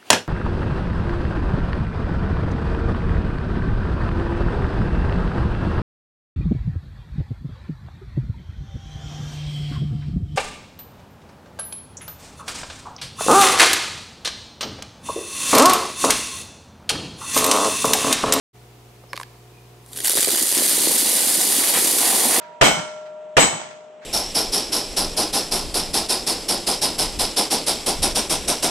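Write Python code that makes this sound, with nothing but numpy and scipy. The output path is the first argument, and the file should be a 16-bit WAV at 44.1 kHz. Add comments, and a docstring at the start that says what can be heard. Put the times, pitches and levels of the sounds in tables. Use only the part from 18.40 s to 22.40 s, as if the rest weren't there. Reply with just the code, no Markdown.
"""A quiet, humming, carpeted room, where a woven chain of wooden craft sticks lets go.
After a few close knocks, made of swelling modes and noise ticks, the weave snaps apart: a dense bright
clatter of stick on stick, each clack a rough contact with bending modes, over soft damped thuds on carpet.
Near the end the sticks reach a wall of plastic cups, whose ringing modes knock hollowly as they start
to fall. Gain control holds the loud part down."""
import sys
import numpy as np
from scipy import signal
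from scipy.fft import rfft, irfft
from scipy.io import wavfile
from scipy.ndimage import uniform_filter1d

SR = 44100
rng = np.random.default_rng(int(sys.argv[2]) if len(sys.argv) > 2 else 0)


def int16_out(signal):
    """Quantize to a 16-bit WAV file."""
    q = np.round(np.clip(np.atleast_2d(signal).T, -1, 1) * 32767)
    wavfile.write(sys.argv[1], SR, q.astype(np.int16))


N = 176400
T = np.arange(N) / SR
RING_T = T[:2048]


def amp(db):
    """Decibels to gain."""
    return 10 ** (np.asarray(db) / 20)


def evened(x):
    """Scales to rms 1."""
    return x / np.sqrt(np.mean(x ** 2) + 1e-20)


def read(points, hz):
    """Reads a curve on a log-frequency axis."""
    f, value = np.transpose(points)
    return np.interp(np.log(hz + 1), np.log(f), value)


def level(points):
    """Gain over time from a curve in dB, silent before it begins."""
    return amp(np.interp(T, *np.transpose(points), left=-np.inf))


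def add(mix, start_s, sound):
    """Mixes a sound in at a time."""
    part = mix[round(start_s * SR):][:len(sound)]
    part += sound[:len(part)]


def colour(x, points, size=4096):
    """Causal minimum-phase filter with the given spectrum."""
    hz = abs(np.fft.fftfreq(size, 1 / SR))
    log_gain = np.log(amp(read(points, hz)))
    spectrum = np.exp(np.conj(signal.hilbert(log_gain)))
    taps = np.fft.ifft(spectrum).real[:size // 2]
    return signal.oaconvolve(np.atleast_2d(x), taps[None], axes=1)[:, :N]


def low_cut(x, hz):
    """Small things radiate little bass: second-order high-pass."""
    return signal.sosfilt(signal.butter(2, hz, "high", fs=SR, output="sos"), x)


def decay(t, t60):
    """Exponential fall of 60 dB in t60 seconds."""
    return np.exp(-np.log(1000) * t / t60)


def ring(modes, scale=1):
    """Damped modes after one blow."""
    out = np.zeros(len(RING_T))
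    for hz, db, t60 in modes:
        out += amp(db) * decay(RING_T, t60) * np.sin(2 * np.pi * hz * scale * RING_T)
    return out


PAN_SPREAD = 0.068  # largest gain offset per side


def shower(shapes, per_s, spread_db):
    """Random blows of uneven strength, at a steady or changing rate; each shape has its own place."""
    out = np.zeros((2, N))
    draws = rng.random((16000, 3))
    expected = np.cumsum(per_s * np.ones(N)) / SR
    arrivals = np.cumsum(-np.log(1 - draws[:, 0]))  # exponential gaps
    times = np.searchsorted(expected, arrivals) / SR
    pans = rng.permutation(np.linspace(-1, 1, len(shapes))) * PAN_SPREAD
    for start_s, (_, size, pick) in zip(times[times < N / SR], draws):
        k = int(pick * len(shapes))
        blow = shapes[k] * amp(spread_db * min(-np.log(1 - size), np.pi))
        add(out[0], start_s, blow * (1 - pans[k]))
        add(out[1], start_s, blow * (1 + pans[k]))
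    return out


STICK_HZ, STICK_T60_S = 427.5, 0.023  # mean lowest mode, decay
RING_DB = -15.5  # modes against contact noise


def clack(contact_s, count=8):
    """A brief rough contact, then the bending modes of one flat stick."""
    t = RING_T[:700]
    ratios = ((2 * np.arange(1, count + 1) + 1) / 3) ** 2  # free bar
    hz = STICK_HZ * rng.uniform(.7, 1.3) * ratios
    strengths = rng.standard_normal(count) * (hz < SR / 2)
    modes = strengths @ np.sin(2 * np.pi * hz[:, None] * t)
    contact = rng.standard_normal(len(t)) * np.exp(-t / contact_s)
    sound = contact + amp(RING_DB) * modes * decay(t, STICK_T60_S)
    return sound / np.linalg.norm(sound)


# Strength of the clatter. Each row: time in seconds, level in dB before the collapse gain.
CLATTER = [(1.42, -68), (1.5, -52), (1.555, -43), (1.574, -33), (1.598, -36), (1.643, -31), (1.655, -19.5),
           (1.78, -14), (1.92, -12), (2.1, -13), (2.3, -10), (3.0, -10.5), (4.0, -8)]
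# Colour of stick on stick. Each row: frequency in Hz, gain in dB.
STICK_COLOUR = [(150, -29), (500, -16.5), (1300, -18.5), (2000, -11), (2600, -13.5), (3500, -7.5),
                (4900, -7.5), (6400, -7), (8000, -3.5), (9200, 1), (10000, -1.5), (11200, 0), (12500, -6.5),
                (15500, -13.5)]
# Density of collisions. Each row: time in seconds, clacks per second.
CLACK_RATE = [(1.5, 2030), (1.7, 755), (2.05, 1012), (2.4, 2400), (3.5, 3980)]
CONTACT_S, CLACK_SPREAD_DB = 0.00051, 1.43
RELEASES_PER_S, BUNCH_DB, BUNCH_S = 170, -4, 0.0093


def sticks(count=600):
    """Dense stick collisions, whose level surges each time the weave releases another stick."""
    releases = rng.random(N) < RELEASES_PER_S / SR
    surges = signal.lfilter([1], [1, -np.exp(-1 / (BUNCH_S * SR))], releases)
    bunches = np.sqrt(1 + amp(BUNCH_DB) ** 2 * surges)
    rate = np.interp(T, *np.transpose(CLACK_RATE))
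    clacks = [clack(CONTACT_S) for _ in range(count)]
    stream = shower(clacks, rate, CLACK_SPREAD_DB) / np.sqrt(rate)  # density alone keeps the level
    return evened(colour(stream * bunches, STICK_COLOUR)) * level(CLATTER)


# Sticks springing free. Each row: start in seconds, relative level in dB, dullness from 0 to 1.
SNAPS = [(1.462, -26, 0.3), (1.532, -11, 0.4), (1.562, -9, 0.4), (1.573, -7, 0.1), (1.5875, -7, 0.6),
         (1.6037, -1.5, 0.46), (1.6464, 4, 0.2), (1.664, 1, 0.1), (1.6724, 10, 0), (1.68, 13, 0),
         (1.696, 12.5, 0), (1.7072, 10, 0), (1.7168, 8, 0), (1.727, 2, 0), (1.76, 3, 0.2),
         (1.7711, 14.5, 0.3), (1.778, 15.5, 0.5), (1.7857, 14.5, 0.9), (1.7973, 4, 0), (1.807, 13.5, 0),
         (1.8128, 10, 0), (1.8286, 13, 0.75), (1.8464, 15.5, 0.53), (1.8648, 8, 0.3), (1.888, 13, 0.83),
         (1.9046, 10, 0.5), (1.9487, 13, 0.54), (1.9846, 3, 0), (1.9997, 7, 0), (2.0255, 14, 0.16),
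         (2.0807, 4, 0), (2.1153, 11.5, .2), (2.197, 11.5, 0.55), (2.2944, 14.5, 0.2), (2.4608, 7, 0.4)]
# Colour of a dull, flat-on slap of wood. Each row: frequency in Hz, gain in dB.
SLAP_COLOUR = [(150, 5), (700, -11), (1300, -10.5), (2000, -2.5), (2700, -10), (4000, -1), (6000, -12),
               (10000, -1), (15500, -32)]
SNAP_CONTACT_S = .0019


def snaps(snap_db=6.5):
    """Single sticks spring out of the weave, edge-on and bright or flat-on and dull."""
    bright, dull = np.zeros(N), np.zeros(N)
    for start_s, db, dullness in SNAPS:
        snap = amp(db + snap_db) * clack(SNAP_CONTACT_S)
        share = np.clip(dullness, 0, 1)
        add(bright, start_s, (1 - share) * snap)
        add(dull, start_s, share * snap)
    return low_cut(colour(bright, STICK_COLOUR) + colour(dull, SLAP_COLOUR), hz=250)


THUD_CYCLES = 0.85  # peak comes at half this many cycles


def thud(hz):
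    """A push on the carpet that dies within a cycle or two."""
    cycles = hz * RING_T
    u = 2 * cycles / THUD_CYCLES
    return np.sin(2 * np.pi * cycles) * np.e * u * np.exp(-u)


# Heavy landings. Each row: start in seconds, level in dB before colour and collapse gain, pitch in Hz.
THUDS = [(1.70, -17.5, 474), (1.736, -17, 550), (1.754, -13.5, 400), (1.774, -11.5, 530),
         (1.793, -13.5, 404), (1.8735, -9, 500), (1.883, -8.5, 423), (1.931, -14, 326), (1.94, -13.5, 400),
         (2.016, -14, 307), (2.032, -11, 376), (2.124, -15, 436), (2.17, -12.5, 328), (2.184, -10.5, 340),
         (2.221, -10.5, 475), (2.379, -10.5, 425), (2.472, -6, 440), (2.511, -12, 503), (2.987, -11, 340),
         (3.101, -12, 370), (3.185, -9.5, 288), (3.373, -9, 503), (3.387, -12, 377), (3.424, -13.5, 363),
         (3.47, -13, 310)]
# Lighter landings. Each row: time in seconds, level in dB before the collapse gain.
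LANDINGS = [(1.5, -57), (1.68, -49), (1.8, -46), (1.95, -27.5), (2.1, -40.5), (2.2, -28), (2.65, -24.5),
            (2.9, -26.5), (3.4, -25), (4.0, -20.5)]
# Colour of the carpet. Each row: frequency in Hz, gain in dB.
CARPET_COLOUR = [(40, -32), (110, -12), (260, 1.5), (450, -2), (900, 3), (2000, -6), (8000, -62)]
THUD_HZ, THUDS_PER_S, THUD_SPREAD_DB = 362, 600, 3


def carpet():
    """Stick ends kick and land on the floor."""
    heavy = np.zeros(N)
    for start_s, db, hz in THUDS:
        add(heavy, start_s, amp(db) * thud(hz))
    shapes = [thud(THUD_HZ * k) for k in np.geomspace(.6, 2.8, 24)]
    light = shower(shapes, THUDS_PER_S, THUD_SPREAD_DB)
    return colour(heavy, CARPET_COLOUR) + evened(colour(light, CARPET_COLOUR)) * level(LANDINGS)


# Sticks striking cups. Each row: time in seconds, level in dB before low cut and collapse gain.
CUP_STRIKES = [(3.1, -51), (3.24, -18), (3.325, -35), (3.345, -17.5), (3.39, -18.5), (3.405, -32),
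               (3.55, -38), (3.65, -23), (3.88, -28), (3.97, -13.5), (4.0, -21)]
# Tumbling cups. Each row: time in seconds, level in dB before low cut and collapse gain.
CUP_FALLS = [(3.1, -39), (3.37, -24), (3.43, -40), (3.6, -24.5), (3.68, -17.5), (3.78, -21), (3.91, -20),
             (3.98, -17)]
# Modes of the cup wall. Each row: nominal frequency in Hz, level in dB, t60 in seconds.
CUP_WALL = [(1155, -6, 0.015), (1670, 2, 0.011), (2206, 2, 0.023), (3200, 1, 0.021)]
# Modes of the cup hollow. Each row: nominal frequency in Hz, level in dB, t60 in seconds.
CUP_HOLLOW = [(510, -2, 0.033), (758.3, 1, 0.048), (915, -2, 0.033)]
CUP_LOW_HZ = 380


def cup_set(modes, low, high):
    """Cups of slightly different pitch, each of random polarity."""
    return [rng.choice([-1, 1]) * ring(modes, k) for k in np.linspace(low, high, 24)]


def cups():
    """Sticks rattle on thin plastic walls; loosened cups knock together."""
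    walls = shower(cup_set(CUP_WALL, .8, 1.2), per_s=900, spread_db=4.5)
    hollows = shower(cup_set(CUP_HOLLOW, .86, 1.14), per_s=600, spread_db=2.5)
    both = evened(walls) * level(CUP_STRIKES) + evened(hollows) * level(CUP_FALLS)
    return low_cut(both, CUP_LOW_HZ)


# Modes of a knock. Each row: multiple of its pitch, level in dB, time to peak in seconds.
KNOCK_MODES = [(.52, -18, 0.0023), (1, -3, 0.0014), (1.55, -2.5, 0.00092), (2.13, -6, 0.0014)]


def knock(hz, bright_db):
    """Modes that swell and die; a harder knock lifts the upper ones."""
    out = np.zeros(len(RING_T))
    for ratio, db, swell_s in KNOCK_MODES:
        u = RING_T / swell_s
        gain = amp(db + bright_db * (ratio > np.sqrt(2)))
        out += gain * u * np.exp(1 - u) * np.sin(2 * np.pi * ratio * hz * RING_T)
    return out


# Close knocks. Each row: start in seconds, body gain in dB, tick gain in dB, body pitch in Hz,
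# brightness in dB.
KNOCKS = [(0.638, -35, -52, 540, -4), (0.7315, -19.5, -21.5, 1065, -0.5), (0.7385, -28, -38, 1040, -8),
          (0.7405, -31, -42, 533, -14), (.7455, -29, -56, 340, -13), (0.7575, -44, -27, 2600, -6),
          (0.7645, -46, -22, 2700, -4), (.7755, -22.5, -19, 1130, -17), (0.799, -22, -28, 1040, -7),
          (0.8122, -24, -29, 1050, -14), (0.8318, -29, -26.5, 1700, -10)]
# Colour of the ticks. Each row: frequency in Hz, gain in dB.
TICK_COLOUR = [(300, -10), (2000, 6.5), (5000, 4), (8000, -6.5), (11000, -1), (16000, -21)]
# Faint scrapes. Each row: start in seconds, length in seconds, level in dB, centre in Hz, width in Hz.
SCRAPES = [(0.677, 0.063, -53.5, 5200, 600), (0.734, 0.066, -47, 4500, 2000),
           (0.775, 0.069, -45.5, 8500, 5030), (1.079, 0.21, -60, 2450, 130)]
KNOCK_RISE_S, TICK_DECAY_S = 0.00043, 0.0017


def handling():
    """Small close knocks, each a ringing body and a noise tick, with scrapes of band-limited noise."""
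    bodies, ticks = np.zeros(N), np.zeros(N)
    tick_shape = (1 - np.exp(-RING_T / KNOCK_RISE_S)) * np.exp(-RING_T / TICK_DECAY_S)
    for start_s, body_db, tick_db, hz, bright_db in KNOCKS:
        add(bodies, start_s, amp(body_db) * knock(hz, bright_db))
        add(ticks, start_s, amp(tick_db) * tick_shape * rng.standard_normal(len(RING_T)))
    bin_hz = np.fft.rfftfreq(N, 1 / SR)
    for start_s, length_s, db, hz, width_hz in SCRAPES:
        band = 1 / (1 + (2 * (bin_hz - hz) / width_hz) ** 2)
        rub = evened(irfft(rfft(rng.standard_normal(N)) * band))
        swell = np.hanning(int(length_s * SR))
        add(bodies, start_s, amp(db) * swell * rub[:len(swell)])
    return low_cut(bodies + colour(ticks, TICK_COLOUR), hz=260)


# Echo decay. Each row: frequency in Hz, t60 in seconds.
ROOM_T60 = [(200, 0.05), (1000, 0.57), (4000, 0.8), (14000, 1.55)]
# Echo level. Each row: frequency in Hz, gain in dB.
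ROOM_DB = [(100, -19.5), (350, 2.5), (1500, -5.5), (4500, -2.5), (9000, -5.5), (14000, -18)]


def room(x, count=5, size=256):
    """Diffuse echo, each band dying at its own speed; successive blows echo from different places."""
    place = (T * 30) % count  # crossfades through the tails, 30 per second
    echo = np.zeros((2, N))
    for k in range(count):
        share = np.sqrt(np.maximum(1 - abs((place - k + 1) % count - 1), 0))
        hz, t, z = signal.stft(rng.standard_normal((2, SR // 2)), SR, nperseg=size)
        fading = z * decay(t, read(ROOM_T60, hz)[:, None])
        tail = signal.istft(fading, SR, nperseg=size)[1]
        tail *= np.minimum(T[:tail.shape[1]] / 0.0027, 1)  # onset in seconds
        tail /= np.linalg.norm(tail[0])
        echo += signal.oaconvolve((share * x.mean(0))[None], tail, axes=1)[:, :N]
    return colour(echo, ROOM_DB)


# Mains hum. Each row: frequency in Hz, rms level in dB before gain control.
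HUM = [(60, -59.5), (120, -50), (360, -61), (420, -60), (480, -65), (720, -63.5)]
# Colour of the room air. Each row: frequency in Hz, relative level in dB.
AIR_COLOUR = [(24, -25), (40, -16), (123, -9), (309, -10), (577, -13.5), (949, -13), (1600, -20.5),
              (2450, -19.5), (15500, -31)]
# Left-right likeness of the air. Each row: frequency in Hz, coherence from 0 to 1.
AIR_COHERENCE = [(180, 0.96), (550, 0.55), (1650, 0.29), (4970, 0.2), (15000, 1)]
AIR_DB = -51.5


def background():
    """Mains hum as steady sines over the soft air of the room, a partly shared stereo noise."""
    hum = np.zeros(N)
    for hz, db in HUM:
        hum += amp(db) * np.sqrt(2) * np.sin(2 * np.pi * (hz * T + rng.random()))
    a, b = rfft(colour(rng.standard_normal((2, N)), AIR_COLOUR))
    same = np.clip(read(AIR_COHERENCE, np.fft.rfftfreq(N, 1 / SR)), 0, 1)
    air = irfft(np.array([a, same * a + np.sqrt(1 - same ** 2) * b]), N)
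    return hum + amp(AIR_DB) * evened(air)


COLLAPSE_DB = 3  # against the knocks and background
CLOSE_RIGHT_DB = 1.6  # right over left, as for all *_right_db


def scene(right_db=0.16, echo_right_db=4.0, low_right_db=1.5, close_echo_db=-10):
    """The collapse lies a little to the right; the knocks are close and nearly dry."""
    right = np.array([[-.5], [.5]])
    wood = amp(COLLAPSE_DB) * (sticks() + snaps())
    low = amp(COLLAPSE_DB) * (carpet() + cups())
    close = handling()
    direct = wood * amp(right * right_db) + low * amp(right * low_right_db)
    direct = direct + close * amp(right * CLOSE_RIGHT_DB)
    echo = room(wood + low + amp(close_echo_db) * close) * amp(right * echo_right_db)
    return direct + echo + background()


LIMIT_DB, RATIO, RECOVER_DB_PER_S = -18.5, 5.48, 3
START_S, EDGE_HZ = 0.13, 15750


def record(dry):
    """Gain control holds the clatter down and ducks the hum; sound fades in after a moment; low-pass."""
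    power = abs(uniform_filter1d((dry ** 2).mean(0), size=600))
    power_db = 10 * np.log10(power + 1e-12)
    fall_db = T * RECOVER_DB_PER_S
    peak_db = np.maximum.accumulate(power_db + fall_db) - fall_db  # instant rise, slow recovery
    over_db = np.maximum(peak_db - LIMIT_DB, 0)
    cut_db = (1 - 1 / RATIO) * uniform_filter1d(over_db, size=200)
    opening = np.clip((T - START_S) / 0.028, 0, 1)
    held = dry / amp(cut_db) * opening
    low_pass = signal.firwin(511, EDGE_HZ, window=("kaiser", 9), fs=SR)
    return signal.oaconvolve(held, low_pass[None], "same")


dry = scene()
out = record(dry)
int16_out(out)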